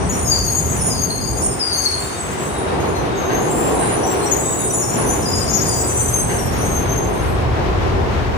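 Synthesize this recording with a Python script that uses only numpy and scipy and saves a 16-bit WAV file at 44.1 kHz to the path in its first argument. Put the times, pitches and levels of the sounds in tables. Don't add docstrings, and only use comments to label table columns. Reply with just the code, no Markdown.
import sys
import numpy as np
from scipy import signal
from scipy.fft import rfft, irfft, next_fast_len
from scipy.io import wavfile
from scipy.ndimage import uniform_filter1d

SR = 44100
rng = np.random.default_rng(int(sys.argv[2]) if len(sys.argv) > 2 else 0)


def wrap_up_sound(samples):
    columns = np.atleast_2d(samples).T
    tamed = np.clip(columns, -1, 1)
    steps = np.round(tamed * 32767).astype(np.int16)
    wavfile.write(sys.argv[1], SR, steps)


N = 369116
SIZE = next_fast_len(N + SR)
FREQ = np.arange(SIZE // 2 + 1) * SR / SIZE
LEFT_LAG, REAR_LAG = 14, 17


def undb(db):
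    return 10 ** (np.asarray(db) / 20)


def over_time(table):
    s, *columns = np.transpose(table)
    return [np.interp(np.arange(N) / SR, s, column) for column in columns]


def over_freq(points):
    hz, value = np.transpose(points)
    return np.interp(np.log(FREQ + 1), np.log(hz), value)


def walk(rate, size=N):
    hold = int(SR / rate)
    steps = np.repeat(rng.standard_normal(size // hold + 1), hold)
    return 1.333 * uniform_filter1d(uniform_filter1d(steps, hold), hold)[:size]


def add(track, start, sound):
    i = max(int(start * SR), 0)
    track[..., i:i + sound.shape[-1]] += sound[..., :N - i]


# frequency in Hz, shared part of the power 0-1.
PORT_LIKENESS = [(30, 1), (130, 0.6), (300, 0.44), (700, 0.18), (1500, 0.11), (3000, 0.043), (9000, 0.16)]


def noise(colour):
    shared, left, right = rfft(rng.standard_normal((3, SIZE)))
    alike = np.clip(over_freq(PORT_LIKENESS), 0, 1)
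    late = np.exp(-2j * np.pi * FREQ * LEFT_LAG / SR)
    common = np.sqrt(alike) * np.array([shared * late, shared])
    separate = np.sqrt(1 - alike) * np.array([left, right])
    inside = (FREQ > colour[0][0]) & (FREQ < colour[-1][0])
    out = irfft((common + separate) * undb(over_freq(colour)) * inside, SIZE)[:, :N]
    return out / np.sqrt(np.mean(out ** 2))


# time in seconds, deep throb in dB, rumble in dB.
BASS_LEVELS = [(0, -44, -22), (.4, -42, -22.5), (1.1, -42, -28), (1.5, -37, -26), (1.62, -53, -35.5),
               (2.4, -54, -31.5), (2.9, -49, -29), (3.3, -41, -30.5), (4.1, -43, -31.5), (4.9, -63, -34),
               (5.05, -35, -26.5), (5.9, -43, -26), (6.35, -32, -25), (6.9, -31.5, -22.5), (7.1, -33, -24),
               (7.35, -31, -20), (7.9, -25, -21), (8.37, -33, -22)]
# frequency in Hz, relative density in dB per Hz.
THROB_COLOUR = [(15, -30), (28, -13), (45, 0), (60, -3), (90, -30)]
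RUMBLE_COLOUR = [(30, -44), (60, 2), (74, -1.5), (85, 2.5), (100, -4), (118, -2), (180, -17.5)]


def bass():
    throb_db, rumble_db = over_time(BASS_LEVELS)
    throb = noise(THROB_COLOUR) * undb(throb_db)
    return throb + noise(RUMBLE_COLOUR) * undb(rumble_db + 0.18 * walk(5.5))


# time in seconds, car body drone in dB, rail roar in dB, wheel hiss in dB.
ROLLING_LEVELS = [(0, -24, -22, -29), (.42, -29, -27.5, -34.5), (.77, -25, -25.5, -31.5),
                  (1.19, -29, -28.5, -36), (1.49, -26.5, -24, -34), (1.65, -36.5, -29, -32),
                  (2.26, -33, -28, -30.5), (2.4, -31.5, -24.5, -30.5), (2.6, -32, -23.5, -29),
                  (2.75, -25.5, -19, -28), (3.2, -29.5, -21, -29), (3.64, -22, -18.5, -29),
                  (3.95, -28, -19.5, -27.5), (4.3, -32, -19.5, -29), (4.5, -27.5, -22.5, -31),
                  (4.89, -28.5, -24, -33.5), (4.99, -23.5, -21.5, -28.5), (5.1, -25.5, -20.5, -30),
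                  (5.5, -24.5, -23.5, -30.5), (5.97, -29.5, -24, -32), (6.07, -28.5, -23, -30),
                  (6.22, -26, -24.5, -31.5), (6.6, -25.5, -23, -28.5), (7.15, -27, -22, -30),
                  (7.4, -27.5, -21.5, -29), (7.6, -30, -22, -29.5), (8.0, -26.5, -21, -26.5),
                  (8.37, -28, -23, -29.5)]
# frequency in Hz, relative density in dB per Hz.
DRONE_COLOUR = [(80, -16), (135, 2.5), (200, 0.5), (280, -2), (400, -37)]
ROAR_COLOUR = [(200, -15.5), (300, -2.5), (350, -0.5), (392, 2.5), (455, -2.5), (482, -0.5), (500, -4),
               (600, -5.5), (700, -4), (760, -3.5), (830, -6), (1100, -9), (2000, -55)]
HISS_COLOUR = [(600, -3), (1300, 0.5), (2200, -5.5), (4000, -14.5), (7000, -24), (10200, -31), (10600, -60),
               (12300, -60), (13200, -28), (16000, -43)]


def rolling():
    drone_db, roar_db, hiss_db = over_time(ROLLING_LEVELS)
    drone = noise(DRONE_COLOUR) * undb(drone_db + 0.63 * walk(14))
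    roar = noise(ROAR_COLOUR) * undb(roar_db + 0.86 * walk(14))
    hiss = noise(HISS_COLOUR) * undb(hiss_db + 0.98 * walk(20))
    return drone + roar + hiss


# time in seconds, level in dB before a slight flicker.
HUM_LEVELS = [(0, -36), (1.0, -34), (1.3, -57), (3.6, -59), (3.8, -31), (4.6, -34), (5.2, -24.5),
              (5.4, -43), (5.7, -27), (6.2, -26), (6.4, -36), (8.37, -35)]
HUM_HZ = 117


def hum():
    phase = 2 * np.pi * np.cumsum(HUM_HZ + .6 * walk(3)) / SR
    return np.sin(phase) * undb(over_time(HUM_LEVELS)[0] + 1.5 * walk(8))


# start in seconds, level in dB.
KNOCK_HITS = [(2.31, -34), (3.29, -25.5), (3.81, -27.5), (5.02, -43), (6.281, -26.5)]
# frequency in Hz, relative density in dB per Hz.
KNOCK_COLOUR = [(500, -30), (1400, -6), (1580, 12), (1750, 2), (2000, 5), (2500, -6), (2900, 2), (3200, -8),
                (4500, -9), (14000, -51)]


def knocks(rise_s=0.019, t60_s=0.79):
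    t = np.arange(SR) / SR
    shape = np.clip(t / rise_s, 0, 1) * np.exp(-np.log(1000) * t / t60_s)
    swell = np.zeros(N)
    for start, db in KNOCK_HITS:
        add(swell, start, shape * undb(db))
    return swell * noise(KNOCK_COLOUR)


# time in seconds, level in dB before trims.
CHORUS_LEVELS = [(0, -35), (.93, -38), (1.3, -36.5), (2.52, -36), (2.7, -44.5), (3.28, -45), (3.5, -36),
                 (4.34, -36.5), (4.61, -42), (5.2, -31.5), (5.5, -44), (5.74, -34.5), (6.22, -35),
                 (6.64, -42), (6.78, -80), (7.0, -57), (7.3, -52), (7.45, -66), (8.37, -75)]
CHORUS_TRIM_DB, SCRAPE_TRIM_DB = -11, -3.5
# frequency in Hz, relative density in dB per Hz.
SCRAPE_COLOUR = [(3000, -41), (4500, -2), (6500, 6.5), (7500, -5), (9000, 15.5), (10300, -30), (11200, -55),
                 (16000, -37)]


def scrape():
    flicker_db = 2.5 * walk(10)
    return noise(SCRAPE_COLOUR) * undb(over_time(CHORUS_LEVELS)[0] + SCRAPE_TRIM_DB + flicker_db)


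# squeal start in seconds, unsteadiness (a factor on
SQUEAL_ROUGHNESS = [(0, 1, 0.32), (4.1, 0.86, 0.16), (5.14, 0.97, 0.2), (5.36, 0.3, 0.14),
                    (6.3, 0.32, 0.32), (6.6, 0.18, 0.26)]


def squeals(curves, waver_percent=0.92, flutter_db=3.0, octave_db=-10, octave_top_db=-21,
            hop_share=0.0082, slip_db=-9, rise_s=0.0039, fall_s=0.025):
    out = np.zeros(N)
    waver, flutter, rasp = [walk(rate, size=2 * N) for rate in (220, 50, 400)]
    hop = np.tanh(3 * walk(35, size=2 * N))
    slip = np.clip(2 * walk(70, size=2 * N) - 1, 0, 1)
    when, unsteadiness, rasp_depth = np.transpose(SQUEAL_ROUGHNESS)
    for curve, place in zip(curves, rng.random(len(curves))):
        s, pitch, db = np.transpose(curve)
        t = np.arange(int(max(s[-1] - s[0], .01) * SR)) / SR
        own = slice(int(place * N), int(place * N) + len(t))
        unsteady = np.interp(s[0], when, unsteadiness)
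        depth = np.interp(s[0], when, rasp_depth)

        hz = np.interp(t + s[0], s, pitch)
        hz = hz * (1 + waver_percent / 100 * unsteady * waver[own])
        hz = hz * (1 + hop_share * unsteady * hop[own])
        phase = 2 * np.pi * np.cumsum(hz) / SR

        level_db = np.interp(t + s[0], s, db) + flutter_db * flutter[own]
        level_db = level_db + slip_db * unsteady * slip[own]
        swell = np.clip(np.minimum(t / rise_s, (t[-1] - t) / fall_s), 0, 1)
        swell = swell * undb(level_db) * (1 + depth * rasp[own])

        octave_swell = undb(octave_db + octave_top_db) * np.tanh(swell / undb(octave_top_db))
        octave = octave_swell * np.sin(2 * phase) * (pitch[0] < SR / 5)
        add(out, s[0], swell * np.sin(phase) + octave)
    return out


SLIDE_SPAN_HZ = 306


def short(rows):
    slowing = np.interp(np.transpose(rows)[0], [5.2, 6.4], [1, .35])
    slides = SLIDE_SPAN_HZ * (rng.random(len(rows)) - .62) * slowing
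    curves = []
    for (start, length, hz, db), slide in zip(rows, slides):
        curves.append([(start, hz - slide / 2, db), (start + length, hz + slide / 2, db)])
    return squeals(curves)


def chorus(count=700):
    when, pitch, length, loud = rng.random((count, 4)).T
    start = when * N / SR
    hz = 5500 + 5000 * pitch ** .55
    db = np.interp(start, *np.transpose(CHORUS_LEVELS)) + CHORUS_TRIM_DB + 5 * (loud - .5)
    return short(np.transpose([start, 0.038 + 0.121 * length, hz, db]))


# start in seconds, length in seconds, mid pitch in Hz, level in dB before flutter.
SHORT_SQUEALS = [(.075, 0.086, 8580, -36), (.11, 0.067, 5800, -34), (.125, 0.16, 8710, -32),
                 (.224, 0.035, 9200, -21), (.36, 0.11, 4930, -38), (.5, 0.145, 4940, -38),
                 (.14, .1, 8950, -29.5), (.3, .13, 8840, -46), (.55, 0.137, 8900, -36),
                 (.69, 0.081, 7960, -29), (.95, 0.071, 8440, -46), (.37, 0.113, 5930, -38),
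                 (.96, 0.166, 4780, -36), (.635, .04, 6120, -36), (.439, 0.093, 9230, -27),
                 (.459, 0.17, 8500, -35), (.53, 0.12, 8130, -33), (.4, 0.11, 6900, -28),
                 (.683, 0.1, 7120, -28), (.763, 0.13, 9360, -25), (.763, 0.17, 8360, -35),
                 (1.098, 0.062, 9300, -29), (1.207, 0.11, 4810, -32.5), (1.25, 0.12, 8470, -35),
                 (1.352, 0.1, 9570, -33), (.79, 0.15, 5430, -38.5), (1.402, 0.074, 9270, -38),
                 (1.417, 0.07, 8900, -19), (1.591, 0.103, 8660, -33.5), (1.726, 0.14, 9700, -28.5),
                 (1.776, 0.094, 4900, -32), (1.82, 0.11, 5530, -38), (1.821, 0.088, 8700, -32),
                 (1.906, 0.14, 9160, -28), (2.02, 0.162, 4520, -40), (2.38, 0.052, 6000, -50),
                 (2.48, 0.1, 6250, -46), (2.85, 0.036, 4180, -43), (2.95, 0.043, 4070, -41),
                 (4.42, 0.073, 6300, -44), (4.47, 0.087, 6950, -32), (4.87, .06, 7300, -39),
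                 (5.3, 0.059, 5150, -37), (5.38, 0.094, 8800, -34), (5.77, .08, 5400, -38.5),
                 (5.7, .1, 7800, -34), (5.5, 0.17, 8070, -42), (3.3, .04, 4000, -43),
                 (4.6, 0.087, 6300, -38), (4.67, 0.099, 5280, -44), (5.32, 0.12, 5300, -36),
                 (6.605, 0.075, 6160, -32.5), (6.7, .06, 6160, -39), (6.57, 0.073, 5720, -39),
                 (6.48, .08, 5630, -49), (1.99, 0.089, 7460, -32), (2.06, 0.048, 7200, -34),
                 (2.18, 0.079, 7840, -32), (2.305, 0.056, 8480, -34), (2.365, 0.15, 7760, -35),
                 (2.579, 0.063, 9350, -27), (2.799, 0.13, 6650, -42), (2.873, 0.073, 9320, -37),
                 (2.948, 0.061, 6170, -36), (3.4, 0.066, 7140, -36), (3.417, 0.22, 9600, -35),
                 (3.507, 0.08, 8200, -36), (3.642, 0.186, 9300, -31), (3.642, 0.256, 10050, -37.5),
                 (3.781, 0.158, 8780, -26.5), (3.881, 0.084, 9200, -33), (3.89, 0.06, 6880, -35),
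                 (3.94, 0.122, 7080, -40), (3.921, 0.061, 9700, -24.5), (4.03, 0.071, 5910, -31),
                 (3.95, 0.058, 6050, -40), (4.1, .12, 5840, -43), (4.061, 0.095, 7580, -30.5),
                 (4.116, 0.19, 9370, -32), (4.205, 0.05, 4160, -33.5), (4.215, 0.15, 8200, -29.5),
                 (4.23, 0.12, 7680, -36), (4.255, 0.045, 5770, -22.5), (4.31, .07, 6000, -36),
                 (4.31, 0.045, 6740, -14.5), (4.36, 0.031, 6740, -19), (4.39, 0.042, 6760, -28),
                 (4.375, 0.164, 7360, -33), (4.4, 0.14, 7860, -25.5), (4.5, 0.13, 7740, -27.5),
                 (4.66, .16, 7860, -36), (4.33, .12, 8750, -37), (4.45, .15, 9000, -45),
                 (4.42, .12, 9700, -48), (5.17, .1, 8400, -38), (4.555, 0.099, 9900, -31),
                 (4.585, 0.089, 6850, -28), (4.59, 0.066, 9700, -27), (4.62, 0.087, 8920, -23),
                 (4.654, 0.051, 8530, -22), (4.669, 0.164, 8660, -34), (4.719, 0.077, 9950, -26),
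                 (4.794, 0.047, 9060, -26), (4.82, 0.077, 5440, -37), (4.869, 0.064, 8870, -23),
                 (4.924, 0.056, 7140, -28), (4.969, 0.082, 10050, -28.5), (5.004, 0.16, 10500, -34),
                 (5.063, 0.064, 9370, -25), (5.088, 0.046, 9660, -26), (5.198, .07, 8750, -35),
                 (5.222, 0.045, 5450, -31), (5.64, 0.081, 5020, -38), (5.27, 0.062, 5160, -38),
                 (5.74, 0.11, 5430, -43), (5.348, 0.11, 8380, -30), (5.612, 0.36, 10600, -47),
                 (5.667, 0.072, 8200, -28), (5.677, 0.089, 9420, -26), (5.867, 0.21, 9200, -33),
                 (5.996, 0.069, 9620, -31), (6.026, 0.16, 8800, -31), (6.046, 0.24, 7850, -35.5),
                 (6.141, 0.076, 9400, -23), (6.196, 0.14, 8640, -46), (6.261, 0.23, 9000, -37),
                 (6.575, 0.11, 9590, -34), (6.775, 0.085, 10460, -39), (6.9, 0.3, 9060, -44),
                 (6.95, 0.26, 8850, -48.5), (7.05, 0.33, 8450, -52), (6.7, .2, 9900, -52),
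                 (6.7, 0.12, 10900, -48), (6.88, 0.091, 10800, -43), (7.129, 0.16, 8650, -53),
                 (7.204, 0.12, 10100, -45)]


def short_squeals():
    return short(SHORT_SQUEALS)


# time in seconds, pitch in Hz, level in dB before flutter.
SWOOPS = [
    [(.243, 5270, -33), (.29, 5020, -23), (.32, 4770, -23), (.34, 4590, -20), (.36, 4470, -29),
     (.39, 4450, -47), (.52, 4420, -25)],
    [(.889, 5010, -30), (.93, 4920, -22), (.955, 4600, -30), (1.0, 4580, -25), (1.09, 4500, -41),
     (1.105, 4350, -22.5), (1.27, 4410, -49)],
    [(1.59, 5220, -31), (1.615, 4990, -18), (1.63, 4710, -19), (1.68, 4760, -20), (1.7, 4600, -18.5),
     (1.8, 4400, -27), (1.85, 4780, -27), (1.862, 4420, -11.5), (1.92, 4350, -31.5), (2.03, 4350, -35)],
]


def swoops():
    return squeals(SWOOPS, waver_percent=1.5)


# time in seconds, pitch in Hz, level in dB before flutter.
HELD_SQUEALS = [
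    [(0.09, 6800, -25), (0.112, 6650, -20.5), (0.192, 6910, -43), (0.274, 6500, -19), (.34, 6750, -25.5),
     (.45, 6430, -26.5), (.575, 6790, -20.5), (.64, 6570, -31), (0.734, 6650, -28), (0.744, 6800, -40),
     (0.844, 6920, -27.5), (1.02, 6470, -26), (1.13, 6550, -33.5), (1.354, 6560, -32), (1.432, 6800, -31),
     (1.492, 6701, -46), (1.5, 6906, -48)],
    [(1.725, 6430, -31), (1.79, 6380, -21), (1.9, 6390, -36), (2.05, 6470, -45), (2.36, 6480, -43)],
    [(.55, 5930, -51), (.75, 6090, -37), (.98, 6440, -34)],
    [(1.38, 5700, -44), (1.46, 5530, -37), (1.55, 4920, -31)],
    [(2.02, 3680, -44), (2.14, 3700, -44), (2.24, 3720, -49)],
    [(2.47, 3790, -46), (2.55, 3870, -39), (2.7, 3800, -45), (2.82, 3900, -57)],
    [(4.43, 3720, -49), (4.5, 3720, -43), (4.58, 3790, -47), (4.68, 3770, -40.5), (4.76, 3810, -51)],
    [(3.05, 3750, -48), (3.09, 3750, -43), (3.2, 3730, -45), (3.33, 3740, -43)],
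    [(3.14, 6360, -62), (3.158, 6450, -40), (3.316, 6320, -32.5), (3.52, 6820, -44)],
    [(3.48, 7430, -61), (3.504, 7450, -26.5), (3.814, 7450, -33), (3.86, 7360, -49)],
    [(3.74, 3940, -44), (3.86, 3950, -41), (3.99, 3930, -52)],
    [(4.7, 6050, -33), (4.8, 5770, -38), (4.95, 5770, -31), (5.05, 5930, -42)],
    [(5.06, 6260, -29), (5.1, 6190, -31), (5.125, 5920, -31), (5.135, 6000, -20), (5.15, 6070, -39),
     (5.28, 6150, -37)],
    [(4.73, 7100, -24), (4.802, 6660, -20.5), (4.838, 6830, -23.5), (5.086, 6870, -53), (5.108, 7000, -26),
     (5.2, 6880, -35)],
    [(5.255, 4944, -25), (5.4, 4950, -26.5), (5.55, 4927, -30.5), (5.65, 4840, -32.5), (5.8, 4860, -35),
     (5.9, 4840, -57)],
    [(5.28, 6870, -26), (5.454, 6733, -27.5), (5.6, 6643, -24), (5.87, 7160, -30), (5.948, 7260, -37),
     (6.012, 7130, -27), (6.12, 7256, -50)],
    [(5.3, 5660, -51), (5.31, 5560, -39), (5.43, 5580, -38), (5.47, 5660, -31), (5.6, 5740, -28),
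     (5.7, 5710, -36), (5.75, 5560, -54)],
    [(5.72, 6060, -36.5), (6.13, 6260, -29), (6.144, 6360, -15.5), (6.23, 6320, -38), (6.33, 6380, -32),
     (6.385, 6320, -37), (6.4, 6270, -51)],
    [(5.72, 8530, -34), (5.76, 7620, -26.5), (6.02, 8230, -25), (6.146, 8070, -43), (6.248, 8500, -19),
     (6.29, 8000, -46), (6.338, 8150, -31), (6.48, 8440, -40)],
    [(6.31, 6100, -36), (6.4, 6070, -42), (6.43, 5900, -48)],
    [(6.385, 5700, -37), (6.435, 5670, -43), (6.46, 5530, -39), (6.55, 5470, -40), (6.64, 5520, -43)],
    [(6.52, 6700, -43), (6.6, 6520, -44), (6.64, 6540, -32), (6.74, 6480, -38), (6.98, 6530, -58)],
    [(6.0, 12600, -53), (6.15, 12800, -49), (6.4, 12500, -45), (6.54, 12350, -39), (6.8, 12450, -54),
     (7.04, 12800, -61), (7.1, 12700, -50), (7.35, 12500, -58)],
    [(6.705, 6330, -36), (6.83, 6330, -26.5), (6.865, 6380, -49), (6.9, 6290, -29), (6.96, 6370, -34),
     (6.99, 6370, -25), (7.03, 6340, -48), (7.29, 6310, -49)],
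    [(7.0, 7400, -46), (7.04, 7300, -41), (7.1, 7270, -51), (7.22, 7070, -51), (7.3, 7100, -54)],
    [(6.645, 8420, -34), (6.85, 8500, -43), (7.05, 8770, -55), (7.2, 8480, -47), (7.38, 8100, -53)],
]


def held_squeals():
    return squeals(HELD_SQUEALS, waver_percent=0.854)


HALL_T60_S, HALL_DB = 0.57, -0.8


def hall(x, lag):
    t = np.arange(SR) / SR
    decay = np.exp(-np.log(1000) * t / HALL_T60_S) * np.clip(t / 0.0023, 0, 1)
    response = rng.standard_normal((2, SR)) * decay
    response *= undb(HALL_DB) / np.sqrt(np.sum(response ** 2, axis=1, keepdims=True))
    response[0, lag] += 1
    response[1, 0] += 1
    return irfft(rfft(response, SIZE) * rfft(x, SIZE), SIZE)[:, :N]


def scene():
    background = bass() + rolling() + hum() + knocks() + scrape()
    rear = chorus() + short_squeals()
    front = swoops() + held_squeals()
    return background + hall(rear, REAR_LAG) + hall(front, LEFT_LAG)


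# frequency in Hz, left minus right in dB.
PORT_BALANCE = [(60, 1), (380, -.5), (1300, 2.5), (3500, 2.6), (6500, 9), (7800, 0.1), (9300, -6),
                (12000, 0.7)]
TOP_HZ = 15450


def record(dry):
    half = undb(over_freq(PORT_BALANCE) / 2)
    ports = irfft(rfft(dry, SIZE) * np.array([half, 1 / half]), SIZE)[:, :N]
    return signal.sosfilt(signal.ellip(10, .2, 70, TOP_HZ, fs=SR, output="sos"), ports)


dry = scene()
out = record(dry)
wrap_up_sound(out)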